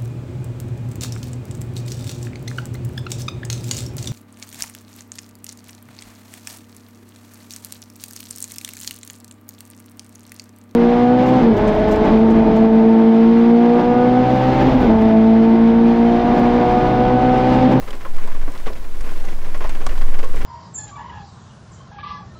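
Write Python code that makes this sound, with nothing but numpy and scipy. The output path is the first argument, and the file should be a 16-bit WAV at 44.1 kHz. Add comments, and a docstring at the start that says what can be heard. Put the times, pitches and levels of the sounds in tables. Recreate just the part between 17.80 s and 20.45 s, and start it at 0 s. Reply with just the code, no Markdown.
"""Rain on a car, heard from inside

Big drops excite the lined roof as dense and discrete decaying modes: boom, hollow ring and splash.
Some struck spots of the roof, and once a pane, add a hollow tok of two pitches.
Drops on the glass give a bright pitched tick and a short knock of the pane.
Randomly timed small drops make patter and spray, over a wash of coloured noise.
Beneath lie a sway and a drone of wavering sines, a growing rumble and a hum that fades and returns.
"""
import sys
import numpy as np
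from scipy.fft import rfft, irfft, next_fast_len
from scipy.io import wavfile
from scipy.ndimage import map_coordinates

SR = 44100
rng = np.random.default_rng(int(sys.argv[2]) if len(sys.argv) > 2 else 0)


def transcribe(u):
    """Save the signal u as a 16-bit wav file named by the first command-line argument.

    u: samples, shape (n,) or (channels, n), limited to [-1, 1]; the rate is SR.
    q: integer samples, one column per channel.
    """
    v = np.clip(np.atleast_2d(u).T, -1, 1)
    q = np.round(v * 32767).astype(np.int16)
    wavfile.write(sys.argv[1], SR, q)


N = 116865  # length in samples

# Big drops on the roof, blended by where they land. Each row: start in seconds, then boom, hollow ring
# and splash levels in dB before the trims below, and centre of the boom in Hz.
ROOF_DROPS = [(.076, -37.5, -36.5, -42.5, 456), (.128, -38.5, -42.5, -41.5, 435),
              (0.207, -46, -43.5, -45, 402), (.248, -43, -34, -48, 560), (0.381, -54, -38.5, -44.5, 348),
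              (.435, -42, -50, -45, 397), (0.473, -45, -38, -49, 251), (.516, -47, -49, -45, 450),
              (0.546, -42.5, -41.5, -46.5, 800), (0.612, -45.5, -47, -46.5, 446),
              (.676, -35, -37, -60, 280), (.75, -47, -43.5, -44.5, 400), (0.859, -50, -39, -40.5, 234),
              (.866, -37, -43, -39, 250), (.872, -44, -38, -40, 432), (0.894, -36, -48, -61, 427),
              (1.263, -41, -48, -43.5, 344), (1.29, -45.5, -52, -42.5, 350), (1.439, -42, -44, -48, 770),
              (1.485, -43, -57, -41, 400), (1.644, -46, -42.5, -44.5, 460), (1.743, -37.5, -37.5, -39, 510),
              (1.805, -35.5, -37, -39.5, 376), (1.82, -43, -44, -41, 400), (1.84, -38, -35.5, -39, 600),
              (1.846, -40, -37.5, -42.5, 620), (1.895, -48, -47, -39.5, 450),
              (1.947, -40.5, -48, -40.5, 554), (2.01, -41, -42, -43, 560), (2.089, -40, -62, -39, 480),
              (2.116, -49, -42, -46, 480), (2.21, -48, -36.5, -41.5, 430), (2.34, -40, -41, -41.5, 326),
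              (2.389, -37.5, -39.5, -40, 430), (2.428, -33, -38, -38.5, 460), (2.441, -42.5, -50, -61, 520),
              (2.538, -39, -41, -51, 300), (2.565, -39, -56, -40, 256), (2.612, -40.5, -65, -39, 370)]
# Discrete roof modes. Each row: frequency in Hz, relative level in dB, t60 in seconds.
LOW_MODES = [(204.8, -3.5, 0.28), (262.3, 0.5, 0.083), (343.8, -18, 0.32), (422.7, -1, 0.15),
             (519.4, -0.5, 0.19), (597.6, 5.5, 0.077), (791, 4.5, 0.17)]
HOLLOW_MODES = [(871, -12, 0.16), (958.6, -11, 0.25), (1003, -4, 0.25), (1090.5, 8, 0.07),
                (1195, -16.5, 0.22), (1470, -14, 0.095)]
# Spectra of a big drop's boom, hollow ring and splash. Each row: frequency in Hz, relative level in dB per Hz.
BOOM_COLOUR = [(60, -45), (150, -8), (230, -3), (450, 4), (650, -0.5), (850, -9.5), (1400, -32),
               (4000, -57)]
HOLLOW_COLOUR = [(200, -61), (700, -6), (1060, -0.5), (1350, -4.5), (1900, -7), (5000, -36.5)]
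SPLASH_COLOUR = [(300, -65), (1100, 0), (1600, 4.5), (2400, 2.5), (3200, -2), (4000, -9.5), (6000, -12),
                 (8500, -25), (15000, -33)]
# Decay of the roof and of the glass. Each row: frequency in Hz, t60 in seconds.
ROOF_RING = [(150, 0.16), (1000, 0.13), (2500, 0.1), (9000, 0.13)]
GLASS_RING = [(150, 0.073), (1000, 0.059), (3000, 0.023), (9000, 0.034)]
# Clear two-pitched rings of struck spots on the roof, and of the pane at 2.0655 s. Each row: start in
# seconds, low pitch in Hz, its level in dB, high pitch in Hz, its level in dB, t60 in seconds.
KNOCKS = [(.2515, 529, -30, 1061, -26, 0.077), (.475, 239, -42, 1017, -32, 0.087),
          (.677, 281, -30, 1060, -42, 0.079), (.866, 438, -24.5, 870, -43, 0.084),
          (.873, 243, -37, 1136, -27.5, 0.075), (1.807, 408, -31, 1053, -24.5, .06),
          (1.847, 636, -24.5, 968, -27, 0.048), (2.0655, 560, -38, 1130, -21, 0.031),
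          (2.429, 442, -27, 990, -52, 0.069), (2.438, 528, -30.5, 1089, -30, 0.11)]
# Sharp drops on the glass. Each row: start in seconds, level in dB before the trims below,
# knock of the pane against the tick in dB, pitch of the tick in Hz.
GLASS_DROPS = [(0.1068, -22.5, -11, 3240), (0.152, -34, -4, 8000), (0.366, -34.5, 4.5, 7500),
               (0.475, -33, 1, 8050), (.72, -34, -18, 8000), (0.777, -32, -23, 4460),
               (0.867, -26.5, 2, 3030), (0.933, -29, -19, 3450), (1.208, -29, -4.5, 8450),
               (1.453, -33, -13, 6400), (1.777, -36, -46, 8300), (1.872, -30, -9, 5000),
               (1.894, -25.5, -2.5, 8000), (2.065, -18, -2.5, 6100), (2.067, -18.5, -3.5, 8400),
               (2.177, -28, 0.5, 2830), (2.219, -30, -8, 5200), (2.391, -29, 4, 5100),
               (2.445, -29, -27, 7900), (2.56, -28, -1, 8200)]
# Spectra of a tick on glass and of a pane's knock. 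Each row: frequency in Hz, relative level in dB per Hz.
TICK_COLOUR = [(200, -7), (1000, 0), (2200, 3.5), (3300, 6), (4500, 2), (8300, -5), (11000, -18.5),
               (15000, -16)]
PANE_COLOUR = [(50, -13), (130, 3), (500, -4), (800, -1.5), (1150, -3), (1600, -11), (2200, -6),
               (4000, -68), (15000, -58)]
# Strength of the shower before the trims of its layers. Each row: time in seconds, level in dB.
SHOWER_LEVEL = [(0, -43.5), (.15, -48), (.28, -48), (.32, -49), (.38, -45.5), (.55, -47.5), (.65, -48.5),
                (.77, -44.5), (.84, -46.5), (1.1, -48), (1.33, -42), (1.42, -45.5), (1.5, -43.5),
                (1.59, -47), (1.85, -46.5), (2.15, -43), (2.48, -45), (2.6, -42.5)]
# Spectra of a small roof drop and of the wash. Each row: frequency in Hz, relative level in dB per Hz.
PATTER_COLOUR = [(60, -49), (150, -0.5), (260, 1.5), (500, 0), (700, -2.5), (772, -1.5), (850, -17),
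                 (1000, 2), (1085, 2), (1200, -9.5), (1400, -5), (2200, -4), (3800, -19), (8000, -25.5),
                 (15000, -41.5)]
WASH_COLOUR = [(50, 8), (130, 6), (450, 3), (780, -2), (1050, -5), (1500, -6.5), (2400, -12.5),
               (4000, -14.5), (8000, -18.5), (10000, -19.5), (15500, -21)]
# Slow sway of the cabin air, before its wobble and ceiling. Each row: time in seconds, level in dB.
SWAY_LEVEL = [(0.0, -25.5), (0.15, -17.5), (0.24, -25), (0.34, -7), (0.67, -9), (0.75, -22.5),
              (0.88, -10.5), (0.94, -18.5), (1.41, -10), (2.16, -11), (2.28, 1), (2.47, -10.5), (2.53, -8),
              (2.63, -11.5)]
# Deep resonance of the cabin, before its trim and wobble. Each row: time in seconds, level in dB.
DRONE_LEVEL = [(.04, -30), (.12, -31), (.25, -41), (.68, -36), (.98, -33), (1.15, -47), (1.21, -20),
               (1.3, -37), (1.48, -34), (1.67, -35), (1.8, -40), (1.85, -24.5), (1.92, -28), (2.04, -33),
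               (2.1, -20), (2.21, -41), (2.5, -32)]
# Low rumble and low hum. Each row: time in seconds, level in dB.
RUMBLE_LEVEL = [(0, -45.5), (1.5, -40), (2.6, -31)]
HUM_LEVEL = [(0, -47), (.7, -59.5), (1.2, -55), (1.6, -45.5), (2.2, -42), (2.65, -49)]
# Spectrum of the rumble. Each row: frequency in Hz, relative level in dB per Hz.
RUMBLE_COLOUR = [(15, -7.5), (27, -9), (36, 0), (46, -9), (56, -8.5), (66, -11), (82, -17.5), (100, -22.5),
                 (160, -35), (400, -98)]

ROOF_RISE_S, PATTER_RISE_S, GLASS_RISE_S = 0.0012, 0.0014, 0.000066
BOOM_DB, HOLLOW_DB, SPLASH_DB, LOW_MODES_DB, HOLLOW_MODES_DB = 4, 3, 5.5, 3.5, 2.5
FOCUS_DB, FOCUS_OCTAVES = 17.5, 0.47  # boost of the low modes near a drop's centre
MODES_RISE_S, MODES_SCATTER_DB = 0.0049, 1.5
KNOCK_RISE_S = 0.0018
# short-lived modes on either side roughen the attack of a knock
NEIGHBOUR_STEP, NEIGHBOUR_DB, NEIGHBOUR_T60_S = 1.11, -8, 0.051
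TICK_DB, PANE_DB = -9.5, -3
CRACK_DB, CRACK_T60_S, CRACK_RISE_S = -5.5, 0.0027, 0.00004
TICK_PEAK_DB, TICK_WIDTH_OCTAVES = 5, 0.28
PATTER_PER_S, PATTER_SPREAD_DB, PATTER_DB = 85, 3.5, 2.5
SPRAY_PER_S, SPRAY_SPREAD_DB, SPRAY_DB = 70, 3, -11.5
PATTER_TONE_DB = -9  # each small roof drop favours one mode
WASH_DB, WASH_FOLLOWS = -41, 0.6  # share of the shower's dB swing that the wash follows
SWAY_HZ, SWAY_WANDER, SWAY_MAX_DB = 10, 0.1904, -5.5  # middle pitch, its log wander, ceiling
DRONE_HZ, DRONE_WANDER, DRONE_DB, DRONE_WOBBLE_DB = 33, 0.19, -1.0, 3.2
HUM_HZ, HUM_WANDER_HZ, HUM_OCTAVE_DB = 99.74, 1.576, -25
TOP_HZ = 15750


def amp(db):
    """Level to amplitude: 20 dB is a factor of ten."""
    return 10 ** (np.asarray(db) / 20)


def unit(x):
    """Normalisation to rms 1."""
    return x / np.sqrt(np.mean(x ** 2) + 1e-20)


def along(points, hz):
    """Linear interpolation of (Hz, value) points on a logarithmic frequency axis."""
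    f, v = np.transpose(points)
    return np.interp(np.log(hz + 1), np.log(f + 1), v)


def curve(rows):
    """Linear interpolation of (seconds, value) points to one value per sample."""
    return np.interp(np.arange(N) / SR, *np.transpose(rows))


def wobble(rate):
    """Spline interpolation of random knots, rate of them a second."""
    return map_coordinates(rng.standard_normal(256), [np.arange(N) * rate / SR], mode="wrap")


def bump(hz, centre_hz, octaves):
    """Resonance-like Gaussian weight on an octave scale, 1 at the centre."""
    return np.exp(-.5 * (np.log2(hz / centre_hz) / octaves) ** 2)


def filtered(x, response):
    """Linear filtering: the spectrum times a response of frequency."""
    m = next_fast_len(N + SR // 2)
    return irfft(rfft(x, m) * response(np.fft.rfftfreq(m, 1 / SR)), m)[:N]


def noise(colour):
    """Spectral shaping of white noise, to rms 1."""
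    return unit(filtered(rng.standard_normal(N), lambda hz: amp(along(colour, hz))))


def sine(hz):
    """Phase as the running integral of a varying frequency, to rms 1."""
    return unit(np.sin(2 * np.pi * np.cumsum(hz) / SR))


def rings(colour, ring, rise_s, count, size=8192):
    """Dense panel modes of random phase, one strike per row, each with frequency-dependent decay."""
    hz, t = np.fft.rfftfreq(size, 1 / SR), np.arange(size) / SR
    modes = np.exp(2j * np.pi * rng.random((count, len(hz)))) * amp(along(colour, hz))
    modes /= irfft(modes[0]).std()
    out = 0
    # overlapping bands, each fading at its own t60
    for (_, t60), pick in zip(ring, np.eye(len(ring))):
        band = along([(f, p) for (f, _), p in zip(ring, pick)], hz)
        out = out + irfft(modes * band) * amp(-60 * t / t60)
    return out * (1 - np.exp(-t / rise_s))


def modal(modes, rise_s=MODES_RISE_S, size=8192):
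    """Modal superposition: a few decaying sines, struck with a new balance and phase each time."""
    hz, db, t60 = np.transpose(modes)[..., None]
    t = np.arange(size) / SR
    gain = amp(db + MODES_SCATTER_DB * rng.standard_normal(db.shape))
    waves = np.sin(2 * np.pi * (hz * t + rng.random(hz.shape))) * amp(-60 * t / t60)
    mix = np.sqrt(2) * (gain * waves).sum(0) / np.linalg.norm(gain)
    return mix * (1 - np.exp(-t / rise_s))


def add(track, s, sound):
    """Superposition of a sound onto the track at time s."""
    part = track[max(round(s * SR), 0):][:len(sound)]
    part += sound[:len(part)]


def roof_drops():
    """Impact excitation of a panel: dense boom, ring and splash, with low modes favoured near a centre."""
    out = np.zeros(N)
    booms, hollows, splashes = (rings(colour, ROOF_RING, ROOF_RISE_S, count=len(ROOF_DROPS))
                                for colour in (BOOM_COLOUR, HOLLOW_COLOUR, SPLASH_COLOUR))
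    for drop, boom, hollow, splash in zip(ROOF_DROPS, booms, hollows, splashes):
        s, boom_db, ring_db, splash_db, centre_hz = drop
        focused = [(hz, db + FOCUS_DB * bump(hz, centre_hz, FOCUS_OCTAVES), t60)
                   for hz, db, t60 in LOW_MODES]
        add(out, s, amp(boom_db + BOOM_DB) * boom)
        add(out, s, amp(ring_db + HOLLOW_DB) * hollow)
        add(out, s, amp(splash_db + SPLASH_DB) * splash)
        add(out, s, amp(boom_db + LOW_MODES_DB) * modal(focused))
        add(out, s, amp(ring_db + HOLLOW_MODES_DB) * modal(HOLLOW_MODES))
    return out


def knocks():
    """Position-dependent modal excitation: a hollow tok of two pitches, set by the spot that is struck."""
    out = np.zeros(N)
    for s, low_hz, low_db, high_hz, high_db, t60 in KNOCKS:
        for hz, db in ((low_hz, low_db), (high_hz, high_db)):
            neighbours = [(hz * NEIGHBOUR_STEP ** k, NEIGHBOUR_DB, NEIGHBOUR_T60_S) for k in (-1, 1)]
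            add(out, s, amp(db) * modal([(hz, 0, t60)] + neighbours, KNOCK_RISE_S))
    return out


def glass_drops():
    """Short impact on a stiff pane: a brief pitched crack, a bright tick and a lower knock."""
    out = np.zeros(N)
    hz = np.geomspace(100, 16000, 80)
    for s, db, knock_db, tick_hz in GLASS_DROPS:
        colour = along(TICK_COLOUR, hz) + TICK_PEAK_DB * bump(hz, tick_hz, TICK_WIDTH_OCTAVES)
        tick, = rings(np.column_stack([hz, colour]), GLASS_RING, GLASS_RISE_S, count=1)
        knock, = rings(PANE_COLOUR, GLASS_RING, GLASS_RISE_S, count=1)
        crack = modal([(tick_hz, 0, CRACK_T60_S)], CRACK_RISE_S)
        drop = amp(CRACK_DB) * crack + amp(TICK_DB) * tick + amp(PANE_DB + knock_db) * knock
        add(out, s, amp(db) * drop)
    return out


def scatter(sounds, per_s, spread_db, count=1200):
    """Shot-noise principle: impacts of random size at jittered times, to rms 1."""
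    out = np.zeros(N)
    times = (np.arange(count) + rng.uniform(-1, 2, count)) / per_s
    sizes = amp(spread_db * np.clip(rng.standard_normal(count), -2, 2))
    for k in np.flatnonzero((times > 0) & (times < N / SR)):
        add(out, times[k], sizes[k] * sounds[k % len(sounds)])
    return unit(out)


def roof_patter():
    """Summed small impacts: soft roof thuds, each with one favoured mode."""
    modes = LOW_MODES + HOLLOW_MODES
    taps = []
    for thud in rings(PATTER_COLOUR, ROOF_RING, PATTER_RISE_S, count=96):
        mode = modes[rng.integers(len(modes))]
        taps.append(thud + amp(PATTER_TONE_DB) * modal([mode], KNOCK_RISE_S))
    return scatter(taps, PATTER_PER_S, PATTER_SPREAD_DB)


def glass_spray():
    """Summed small impacts: fine bright ticks on the glass."""
    ticks = rings(TICK_COLOUR, GLASS_RING, GLASS_RISE_S, count=64)
    return scatter(ticks, SPRAY_PER_S, SPRAY_SPREAD_DB)


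def small_drops():
    """Common modulation: patter, spray and an even wash of noise follow the shower's strength."""
    shower_db = curve(SHOWER_LEVEL)
    drops = amp(PATTER_DB) * roof_patter() + amp(SPRAY_DB) * glass_spray()
    wash_db = WASH_DB + WASH_FOLLOWS * (shower_db - shower_db.mean())
    return amp(shower_db) * drops + amp(wash_db) * noise(WASH_COLOUR)


def sway():
    """Infrasonic oscillation of air pressure, wandering in frequency and level below a ceiling."""
    hz = SWAY_HZ * np.exp(SWAY_WANDER * wobble(11))
    level_db = np.minimum(curve(SWAY_LEVEL) + wobble(7.99), SWAY_MAX_DB)
    return amp(level_db) * sine(hz)


def drone():
    """Cabin resonance as a deep sine that swells, dips and wavers in pitch."""
    level_db = curve(DRONE_LEVEL) + DRONE_DB + DRONE_WOBBLE_DB * wobble(20)
    return amp(level_db) * sine(DRONE_HZ * np.exp(DRONE_WANDER * wobble(18)))


def rumble():
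    """Low-frequency coloured noise under a rising level."""
    return amp(curve(RUMBLE_LEVEL)) * noise(RUMBLE_COLOUR)


def hum():
    """Harmonic tone: a slightly wandering low sine and its faint octave."""
    turn = 2 * np.pi * np.cumsum(HUM_HZ + HUM_WANDER_HZ * wobble(7.71)) / SR
    return amp(curve(HUM_LEVEL)) * unit(np.sin(turn) + amp(HUM_OCTAVE_DB) * np.sin(2 * turn))


def scene():
    """Linear superposition of all sources, as heard from the front seat."""
    rain = roof_drops() + knocks() + glass_drops() + small_drops()
    cabin = sway() + drone() + rumble() + hum()
    return (rain + cabin)[None]


def record(dry):
    """Ideal low-pass filtering: nothing at or above the band limit remains."""
    return np.array([filtered(x, lambda hz: hz < TOP_HZ) for x in dry])


dry = scene()
out = record(dry)
transcribe(out)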